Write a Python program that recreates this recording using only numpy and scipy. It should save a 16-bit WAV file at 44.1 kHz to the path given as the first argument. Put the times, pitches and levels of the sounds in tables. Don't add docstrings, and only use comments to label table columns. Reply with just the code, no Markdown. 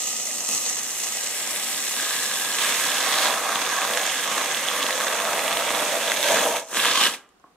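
import sys
import numpy as np
from scipy import signal
from scipy.fft import rfft, irfft, next_fast_len
from scipy.io import wavfile
from scipy.ndimage import uniform_filter1d

SR = 44100
rng = np.random.default_rng(int(sys.argv[2]) if len(sys.argv) > 2 else 0)


def persist_wave(psi):
    counts = np.round(np.clip(psi, -1, 1) * 32767).astype(np.int16)
    wavfile.write(sys.argv[1], SR, np.atleast_2d(counts).T)


N = 333377
TIME = np.arange(N) / SR
SIZE = next_fast_len(N + SR)


def undb(db):
    return 10 ** (np.asarray(db) / 20)


def level(x, db):
    return x * undb(db) / np.sqrt(np.mean(x ** 2))


def over_time(table):
    return np.interp(TIME, *np.transpose(table))


def across(table):
    hz, value = np.transpose(table)
    bin_hz = np.arange(SIZE // 2 + 1) * SR / SIZE
    return np.interp(np.log(bin_hz + 1), np.log(hz), value)


def colour(x, gain):
    return irfft(rfft(x, SIZE) * gain, SIZE)[..., :N]


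def resonate(x, modes):
    out = 0
    for k, (hz, width_hz, db) in enumerate(modes):
        band = signal.lfilter(*signal.iirpeak(hz, hz / width_hz, SR), x)
        out = out + (-1) ** k * undb(db) * band
    return out


def walk(rate_hz):
    hold = int(SR / rate_hz)
    steps = np.repeat(rng.standard_normal(N // hold + 1), hold)
    return 0.54 * uniform_filter1d(uniform_filter1d(steps, hold), hold)[:N]


def rings(events, rise_s):
    out = np.zeros(N)
    for start_s, db, hz, t60_s in events:
        t = TIME[:int((rise_s + t60_s) * SR)]
        swell = np.minimum(t / rise_s, 1) ** 2
        decay = undb(db - 60 * np.maximum(t - rise_s, 0) / t60_s)
        ring = np.sin(2 * np.pi * hz * t) * swell * decay
        i = int(start_s * SR)
        out[i:i + len(t)] += ring[:N - i]
    return out


# frequency in Hz, relative level in dB per Hz.
HUSH = [(15, -29), (25, -8), (60, -8.5), (105, -13), (243, -5), (501, -5.5), (604, -14), (749, -4),
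        (856, -10.5), (1150, -9), (2180, -19.5), (9000, -27.5), (15000, -36)]
HUSH_RMS_DB = -61


def kitchen():
    mid, side = colour(rng.standard_normal((2, N)), undb(across(HUSH)))
    side_db = across([(40, -12.5), (500, -6.5), (3000, 1.5)])
    side = colour(side, undb(side_db))
    return level(np.array([mid + side, mid - side]), HUSH_RMS_DB)


# frequency in Hz, decay time t60 in s.
WALL_T60 = [(150, 0.35), (600, 0.53), (1500, 0.14), (3000, 0.2), (8000, 0.26)]
WALLS_DB = -11


def walls(x):
    t, tail = TIME[:SR], 0
    table_hz, table_t60_s = np.transpose(WALL_T60)
    for hz in 125 * 2 ** np.arange(7):
        t60_s = np.interp(np.log(hz), np.log(table_hz), table_t60_s)
        mid, side = resonate(rng.standard_normal((2, SR)), [(hz, 1.1 * hz, 0)])
        band = mid + min(hz / 5000.0, 1) * side * np.array([[1], [-1]])
        tail = tail + band * undb(-60 * t / t60_s) * np.minimum(t / 0.00085, 1)
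    tail = tail / np.sqrt(np.sum(tail ** 2, axis=1, keepdims=True))
    return colour(x, rfft(tail, SIZE)) * undb(WALLS_DB)


# start in s, level in dB, pitch in Hz, decay time t60 in s.
BUMP_EVENTS = [(5.544, -46, 85, 0.08)]


def bumps():
    return rings(BUMP_EVENTS, 0.0098)


# start in s, level in dB.
KNOCKS = [(7.399, -52), (7.4405, -34), (7.461, -45.5), (7.468, -44), (7.476, -46), (7.483, -48)]
# frequency in Hz, level in dB, decay time t60 in s.
CAN_MODES = [(320, -13, 0.045), (515, -12, 0.03), (710, -8, 0.03), (844, -12, .025), (1080, -3.5, 0.032)]


def can():
    events = [(s, db + mode_db, hz, t60_s) for s, db in KNOCKS for hz, mode_db, t60_s in CAN_MODES]
    return rings(events, 0.00064)


HOLLOW_HZ, HOLLOW_WIDTH_HZ, HOLLOW_DEPTH = 4900, 1500, 0.43


def pops(events, cycles, crack_db):
    body = rings([(s, db, hz, cycles / hz) for s, db, hz in events], 0.00076)
    shape = signal.lfilter([1], [1, -np.exp(-1 / (0.00061 * SR))], np.abs(body)) / (0.00055 * SR)
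    crack_modes = [(1740, 740, crack_db + 0.5), (3570, 890, crack_db + 7.0), (7000, 3800, crack_db - 3.5)]
    crack = resonate(shape * rng.standard_normal(N), crack_modes)
    pop = 0.6 * body + 0.85 * crack
    return pop - HOLLOW_DEPTH * resonate(pop, [(HOLLOW_HZ, HOLLOW_WIDTH_HZ, 0)])


POPS_PER_S, POP_LOW_HZ, POP_HIGH_HZ = 55, 1540, 3880
POP_DB, POP_SPREAD_DB = -18, 4
POPS_FROM_S, POPS_EARLY_DB = 3.35, -3


def random_pops(cream_db):
    moment, size, pitch, keep = rng.random((500, 4)).T
    kept = keep < POPS_PER_S * N / SR / len(keep)
    start_s = moment * N / SR
    db = POP_DB + cream_db[(start_s * SR).astype(int)]
    db = db + 2 * POP_SPREAD_DB * (size - 0.5)
    db = db + POPS_EARLY_DB * (start_s < POPS_FROM_S)
    hz = POP_LOW_HZ * (POP_HIGH_HZ / POP_LOW_HZ) ** np.sqrt(pitch)
    return np.transpose([start_s, db, hz])[kept]


# fully open from in s, starts to close in s.
VALVE_TIMES = [(0, 6.57), (6.768, 7.075)]
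OPEN_DB_PER_S, CLOSE_DB_PER_S, CLOSE_DB_PER_S2 = 283, 202, 802.5


def valve():
    power = 0
    for opens_s, closes_s in VALVE_TIMES:
        early_s, late_s = np.maximum(opens_s - TIME, 0), np.maximum(TIME - closes_s, 0)
        loss_db = OPEN_DB_PER_S * early_s + CLOSE_DB_PER_S * late_s + CLOSE_DB_PER_S2 * late_s ** 2
        power = power + undb(-2 * loss_db)
    return np.sqrt(power)


def puffs(rate_hz, spread_db, length_s, steady_db, surge_db):
    size_db = spread_db * np.minimum(rng.exponential(size=N), 3)
    starts = (rng.random(N) < rate_hz / SR) * undb(size_db)
    power = signal.lfilter([1], [1, -np.exp(-1 / (length_s * SR))], starts ** 2)
    flow = np.sqrt(power / power.mean() + undb(2 * steady_db))
    return flow * undb(surge_db * walk(25)) * rng.standard_normal((2, N))


SHIFT_HZ, SHIFT_DB, SHIFT_BELOW_HZ = 6, 1.6, 3000


def shifting(x, modes):
    out = 0
    for k, mode in enumerate(modes):
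        swing_db = SHIFT_DB * walk(SHIFT_HZ) * (mode[0] < SHIFT_BELOW_HZ)
        out = out + (-1) ** k * undb(swing_db) * resonate(x, [mode])
    return out


# frequency in Hz, width in Hz, level in dB.
JET_MODES = [(130, 47, -14.5), (191, 32, -11), (230, 42, -6), (330, 60, -7), (480, 81, -4.5),
             (768, 74, -1.5), (1240, 95, -2), (1973, 280, -5), (2540, 103, -2.5), (2840, 210, -3.5),
             (4270, 860, -4), (5600, 620, 1), (6460, 470, 5), (7260, 950, 2), (8210, 880, 1.5)]
# frequency in Hz, width in Hz, level in dB.
MIST_MODES = [(7140, 720, -3), (9490, 2230, 1.5), (13770, 1950, -4)]
# frequency in Hz, width in Hz, level in dB.
TIP_MODES = [(3016, 600, -1.5), (3740, 1340, 0.5), (5630, 3100, -7.5)]
# frequency in Hz, width in Hz, level in dB.
THROAT_MODES = [(1598, 159, 1), (1916, 440, 0), (2357, 680, -1.5)]
# frequency in Hz, width in Hz, level in dB.
NOZZLE_MODES = [(70, 82, -20.5), (123, 30, -23.5), (276, 172, -10.5), (492, 91, -4.5), (792, 90, 0),
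                (904, 180, -2), (1185, 307, 0)]
# frequency in Hz, width in Hz, level in dB.
FOAM_MODES = [(190, 90, -22), (330, 60, -14), (466, 30, -3), (506, 34, 0), (598, 64, -1), (677, 24, 3),
              (790, 80, -7), (935, 70, -5)]


def gas_voices():
    bursts = puffs(350, 3.0, 0.00039, -0.034, 1.0)
    throat_flow = bursts + 0.85 * level(rng.standard_normal((2, N)), 0)
    nozzle_flow = bursts + 2.05 * level(puffs(200, 4.7, 0.0011, 0.36, 0.94), 0)
    return [shifting(puffs(450, 4.2, 0.0012, 0.37, 1.0), JET_MODES),
            resonate(puffs(600, 2.5, 0.0015, 1.1, 2.1), MIST_MODES),
            resonate(bursts, TIP_MODES),
            shifting(throat_flow, THROAT_MODES),
            shifting(nozzle_flow, NOZZLE_MODES),
            shifting(puffs(150, 0.55, 0.0049, 1.11, 0.31), FOAM_MODES)]


# frequency in Hz, width in Hz.
SPOUT_RINGS = [(760, 130), (1180, 230), (1650, 220), (3080, 400), (6400, 700)]
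# time in s, then dB of each ring from lowest to highest.
SPOUT_RINGING = [(0, -3.5, 0.5, -6, 2.5, 2), (1.0, -2, -1, -2, 0.5, 2), (1.5, -3, 0.5, -3, 0.5, -8),
                 (1.9, -2.5, -0.5, 0, -4, -1), (2.1, -3.5, 3, 5.5, -1, -3), (2.5, -1.5, -2.5, 4.5, 1, -3),
                 (2.7, -3, 1.5, -2, 0.5, -1.5), (2.95, -1.5, 2, 2.5, -2, 1), (3.1, 2.5, 2.5, -2, -1, -1),
                 (3.3, 4, -1, 1.5, -4, 0), (3.5, 4, 6.5, 1, -6, 3), (3.62, 0, -2, 0, -6, 2),
                 (3.75, 2, 6.5, 6, 2, 5), (3.85, 2.5, 3, -2, -2, 1), (3.95, -2.5, -2, 0, -9, 2),
                 (4.1, 2, 0, -0.5, 4, 3.5), (4.2, -3, 0, 2.5, 0, 0), (4.3, -1, 6, -4, 2, 1.5),
                 (4.45, -1, 1.5, -2, -1, 4), (4.6, -3, 2, -3, 1.5, 2.5), (5.0, -1.5, 3.5, 1, -1, 3),
                 (5.4, -0.5, 1, -4.5, -3, -1), (5.9, 0, -1.5, -5, -2, 0.5),
                 (6.3, -3.5, -3.5, -0.5, -3, 4.5), (6.55, 0, 1.5, 0, 1, 3.5), (6.7, -4, -3, 6, -2, 3),
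                 (6.8, -9.5, 0.5, 1, 3.5, -4), (6.88, -12, -0.5, -1, 0, -2),
                 (6.98, -4.5, 7.5, -3.5, 3, 1.5), (7.07, -6, -7, 4.5, 4, -5), (7.2, -2, 0, 2.5, -5, -5)]


def spout(x):
    time_s, *columns_db = np.transpose(SPOUT_RINGING)
    out = x
    for (hz, width_hz), db in zip(SPOUT_RINGS, columns_db):
        out = out + (undb(np.interp(TIME, time_s, db)) - 1) * resonate(x, [(hz, width_hz, 0)])
    return out


# time in s, place (0 near rim, 1 far rim,
# 2 place of the second squirt).
TRAVEL = [(2.3, 0), (2.55, .2), (2.65, .7), (3.4, 1), (6.62, 1), (6.72, 2)]


def way():
    distance = np.abs(over_time(TRAVEL) - np.arange(3)[:, None])
    return np.clip(1 - distance, 0, 1)


# frequency in Hz, side minus mid in dB.
PLACE_WIDTH = [
    [(60, -16.5), (200, -22), (650, -29), (950, -25), (1300, -38), (2300, -6), (3200, -5), (4400, -4),
     (8100, -4), (15000, 0.5)],
    [(60, -6.5), (200, -14), (400, -21), (650, -16.5), (950, -4), (1300, -17.5), (2300, -11.5),
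     (3200, -9.5), (4400, 0), (8100, -4), (15000, -2)],
    [(60, -11), (300, -16), (1400, -26), (2400, -13.5), (3300, -7), (6000, -1.5), (15000, -3.5)],
]
# frequency in Hz, left lead in radians.
PLACE_LEAD = [
    [(100, 0), (2500, .3), (3700, 1.2), (4700, 2.6), (5600, 2), (6100, 2.6), (7700, .3), (9300, 1.8),
     (9900, .6), (11000, 0)],
    [(100, 0), (950, -.2), (1200, 0), (3000, 0), (3900, .9), (4150, 1.4), (4600, 1), (6400, .9), (8000, 0),
     (10200, .6), (11200, 0)],
    [(2400, 0), (3300, 1.1), (4700, 1.8), (5400, 2.1), (8000, 1.9), (9000, 2.6), (15000, 2.6)],
]


def placed(mid, side):
    out = 0
    for apart, lead, share in zip(PLACE_WIDTH, PLACE_LEAD, way()):
        wide = colour(side, undb(across(apart)))
        turn = np.exp(0.5j * across(lead))
        out = out + share * colour(np.array([mid + wide, mid - wide]), np.array([turn, 1 / turn]))
    return out


# time in s, then in dB gas pressure, cream in the jet, foam round the tip,
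# dullness of the cream.
HOLD = [(0, 2, -25, -25, -11), (.45, -0.5, -20, -14.5, 7), (.52, 2.5, -18, -20, 3),
        (.82, -0.5, -15.5, -22, 5), (1.0, 0.5, -15.5, -23, 2.5), (1.3, 1, -15, -16.5, -4),
        (1.52, 1, -9.5, -15.5, -0.5), (1.77, 1, -9, -21.5, -4.5), (2.08, 1, -4, -15.5, -4.5),
        (2.58, 1, -5, -19, 0.5), (2.62, 1.5, 1, -5.5, -0.5), (2.77, 1, -1, -11, 0), (3.0, 0, -0.5, -8, 0),
        (3.27, 0.5, 3, -3.5, -1.5), (3.3, -0.5, 0, -5, 3.5), (3.4, -2, -4, -5, 4),
        (3.55, -3, -2.5, -8, 0.5), (3.7, -2.5, -2.5, -14, 2), (3.9, -2, -3, -3, 3),
        (4.18, -1, -4.5, -11, -1), (4.41, -2, -3.5, -6, 4.5), (4.55, -2.5, -3.5, -7.5, 1),
        (5.0, -2, -5, -2, 2.5), (5.45, -2, -3.5, 1.5, 3), (6.2, -2, -2.5, 0, 1), (6.27, -1.5, 4, 4.5, -4),
        (6.31, -0.5, 3, 11.5, -0.5), (6.39, -1.5, 3.5, 4.5, 1), (6.46, -1, -3.5, 7, 3.5),
        (6.54, -3, -5, 1, 0), (6.59, -2, -6, -1.5, 2.5), (6.63, -2, -9, 3.5, 8), (6.645, 0.5, -13, -3, 9.5),
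        (6.69, 4, -4, 2, 12), (6.73, 1.5, -1.5, 2, 10), (6.77, 1, 0, -9.5, 2), (6.87, -1, 6.5, -5.5, -2.5),
        (6.94, -1, 3.5, -10, -5), (7.04, 1, 6.5, -8.5, -2.5), (7.075, 0.5, 2, -18, 5),
        (7.09, 1, -1, -17, 3.5), (7.12, 1.5, 3.5, -18, 5), (7.15, 4.5, 14, -19, -3),
        (7.165, 3, 2.5, -15, 3)]
# base rms level in dB, then dB per dB of pressure, of cream,
# of foam, of dullness. Rows in the order of gas_voices().
VOICE_LAWS = [(-32, 2, 0.012, -0.015, 0.14), (-34, 1.52, 0.3, 0.026, 0.17), (-31, 0.27, 0.93, -0.023, -0.3),
              (-30.5, -0.4, 0.99, -0.03, -0.14), (-30.5, -0.27, 0.95, 0.079, 0.68),
              (-31, 0.1, .01, 0.95, -0.22)]
VOICE_SWELL_DB = [0.69, 1.7, 1.9, 0.97, 1.1, 1.8]
SWELL_HZ = 12
# time in s, gain in dB.
THROAT_GAIN = [(0, -3.5), (1.3, 5.5), (1.9, -1), (2.1, -3), (2.45, -2.5), (2.65, 1.5), (3.2, 0.5), (3.7, 0),
               (4.1, 2.5), (4.2, 2), (4.6, 2), (5.6, 1.5), (6.4, 0.5), (6.8, -2), (7.1, -4.5)]
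# start in s, level in dB, pitch in Hz.
SINGLE_POPS = [(0.307, -19, 1930), (0.6754, -24, 2800), (1.5599, -14, 1900), (1.9984, -14, 1670),
               (2.3143, -12, 1620), (2.9886, -21.5, 3490), (3.5185, -13, 1290), (3.5562, -6.5, 3240),
               (3.8172, -8, 2360), (3.849, -8.5, 970), (3.875, -12, 3400), (3.9355, -7, 3420),
               (3.948, -10, 3400), (3.9726, -6, 1770), (3.989, -15, 3320), (4.07, -14, 3600),
               (4.122, -12, 2230), (4.1423, -10, 1980), (4.178, -21, 1600), (4.2028, -19, 1590),
               (4.3798, -8, 1670), (4.412, -12, 1190), (4.546, -10, 3700), (4.568, -12, 1640),
               (4.685, -6, 3300), (4.828, -5, 3320), (4.836, -11, 3400), (4.865, -8, 3420),
               (4.9062, -7, 2120), (4.927, -11, 3600), (5.009, -9, 1610), (5.0684, -9, 1560),
               (5.082, -9, 3530), (5.2, -10, 1590), (5.2515, -8.5, 2200), (5.3916, -10, 2180),
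               (5.145, -16, 3500), (5.479, -6.5, 3030), (5.516, -14, 2900), (5.5267, -6, 3020),
               (5.5533, -17, 3400), (5.571, -8, 3000), (5.674, -12, 2180), (5.76, -15, 3600),
               (5.796, -10, 3400), (5.97, -18, 3700), (6.0795, -6, 3470), (6.099, -7, 3680),
               (6.11, -11, 3500), (6.1165, -9, 1700), (6.118, -3.5, 1910), (6.1624, -8.5, 3470),
               (6.228, -4, 3840), (6.254, -21.5, 3060), (6.5665, -11.5, 2192), (6.588, -20.5, 3400),
               (6.597, -24, 2900), (6.603, -29, 550), (6.629, -32, 500), (6.718, -27, 600),
               (6.728, -25.5, 550), (6.7455, -12, 1500), (6.7702, -7, 1670), (6.7702, -8, 3300),
               (6.787, -13.5, 3220), (6.793, -8.5, 1410), (6.799, -6, 3000), (6.8485, -2.5, 2920),
               (7.021, -7, 3200), (7.052, -9.5, 3100), (7.062, -11.5, 3000), (7.071, -7, 2800),
               (7.13, -26, 2500), (7.1382, -13.5, 3180), (7.147, -22.5, 2190)]
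# start in s, level in dB, pitch in Hz.
DROP_CLICKS = [(6.6294, -39, 3600), (6.6774, -32, 3630), (7.165, -34, 5500), (7.181, -42, 3500),
               (7.207, -43, 3000), (7.2903, -39, 7600), (7.398, -44, 6490)]
# time in s, left minus right in dB.
PAN = [(0, 0.5), (2.2, 0.5), (2.8, -1), (4.6, -1), (5.8, -1.5), (6.6, 0), (7.1, 0.5)]


def spray():
    time_s, *columns_db = np.transpose(HOLD)
    pressure, cream, foam, dull = (np.interp(TIME, time_s, c) for c in columns_db)
    voices = [level(v, law[0]) for v, law in zip(gas_voices(), VOICE_LAWS)]
    voices[3] = voices[3] * undb(over_time(THROAT_GAIN))
    hiss = 0
    for voice, (_, a, b, c, d), swell_db in zip(voices, VOICE_LAWS, VOICE_SWELL_DB):
        lead_db = a * pressure + b * cream + c * foam + d * dull
        hiss = hiss + voice * undb(lead_db + swell_db * walk(SWELL_HZ))
    mid, side = spout(hiss)
    gate = valve()
    mid = gate * (mid + pops(random_pops(cream), 2.8, 2))
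    mid = mid + pops(SINGLE_POPS, 8.2, 2.3) + pops(DROP_CLICKS, 7.3, 0.5)
    pan_db = over_time(PAN)
    return placed(mid, gate * side) * undb(np.array([pan_db, -pan_db]) / 2)


# frequency in Hz, width in Hz, depth 0-1,
# depth 0-1 at the far rim.
ECHO_DIPS = [(1430, 110, 0.5, 0.2), (880, 36, 0.3, 0.35)]


def table_echo(x):
    for hz, width_hz, depth, far_depth in ECHO_DIPS:
        dip = np.clip(depth + (far_depth - depth) * way()[1], 0, 1)
        x = x - dip * resonate(x, [(hz, width_hz, 0)])
    return x


LOW_HZ, LOW_LEFT_DB = 114.4, -25.5


def small_source(x):
    high_pass = signal.butter(6, LOW_HZ, "high", fs=SR, output="sos")
    return signal.sosfilt(high_pass, x) + undb(LOW_LEFT_DB) * x


def scene():
    near = small_source(table_echo(spray()) + can())
    return near + bumps() + walls(near.mean(axis=0)) + kitchen()


# frequency in Hz, left minus right in dB.
PORT_LEAN = [(60, 1.5), (250, -2), (500, 0), (1300, 0), (2600, -2.5), (3600, -4.5), (4300, -2.5),
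             (5500, -0.5), (6400, -3), (7500, 0), (12000, 0), (15000, 1.5)]
TOP_HZ = 15650


def record(dry):
    left = undb(across(PORT_LEAN) / 2)
    low_pass = signal.ellip(10, 0.2, 70, TOP_HZ, fs=SR, output="sos")
    return signal.sosfilt(low_pass, colour(dry, np.array([left, 1 / left])))


dry = scene()
out = record(dry)
persist_wave(out)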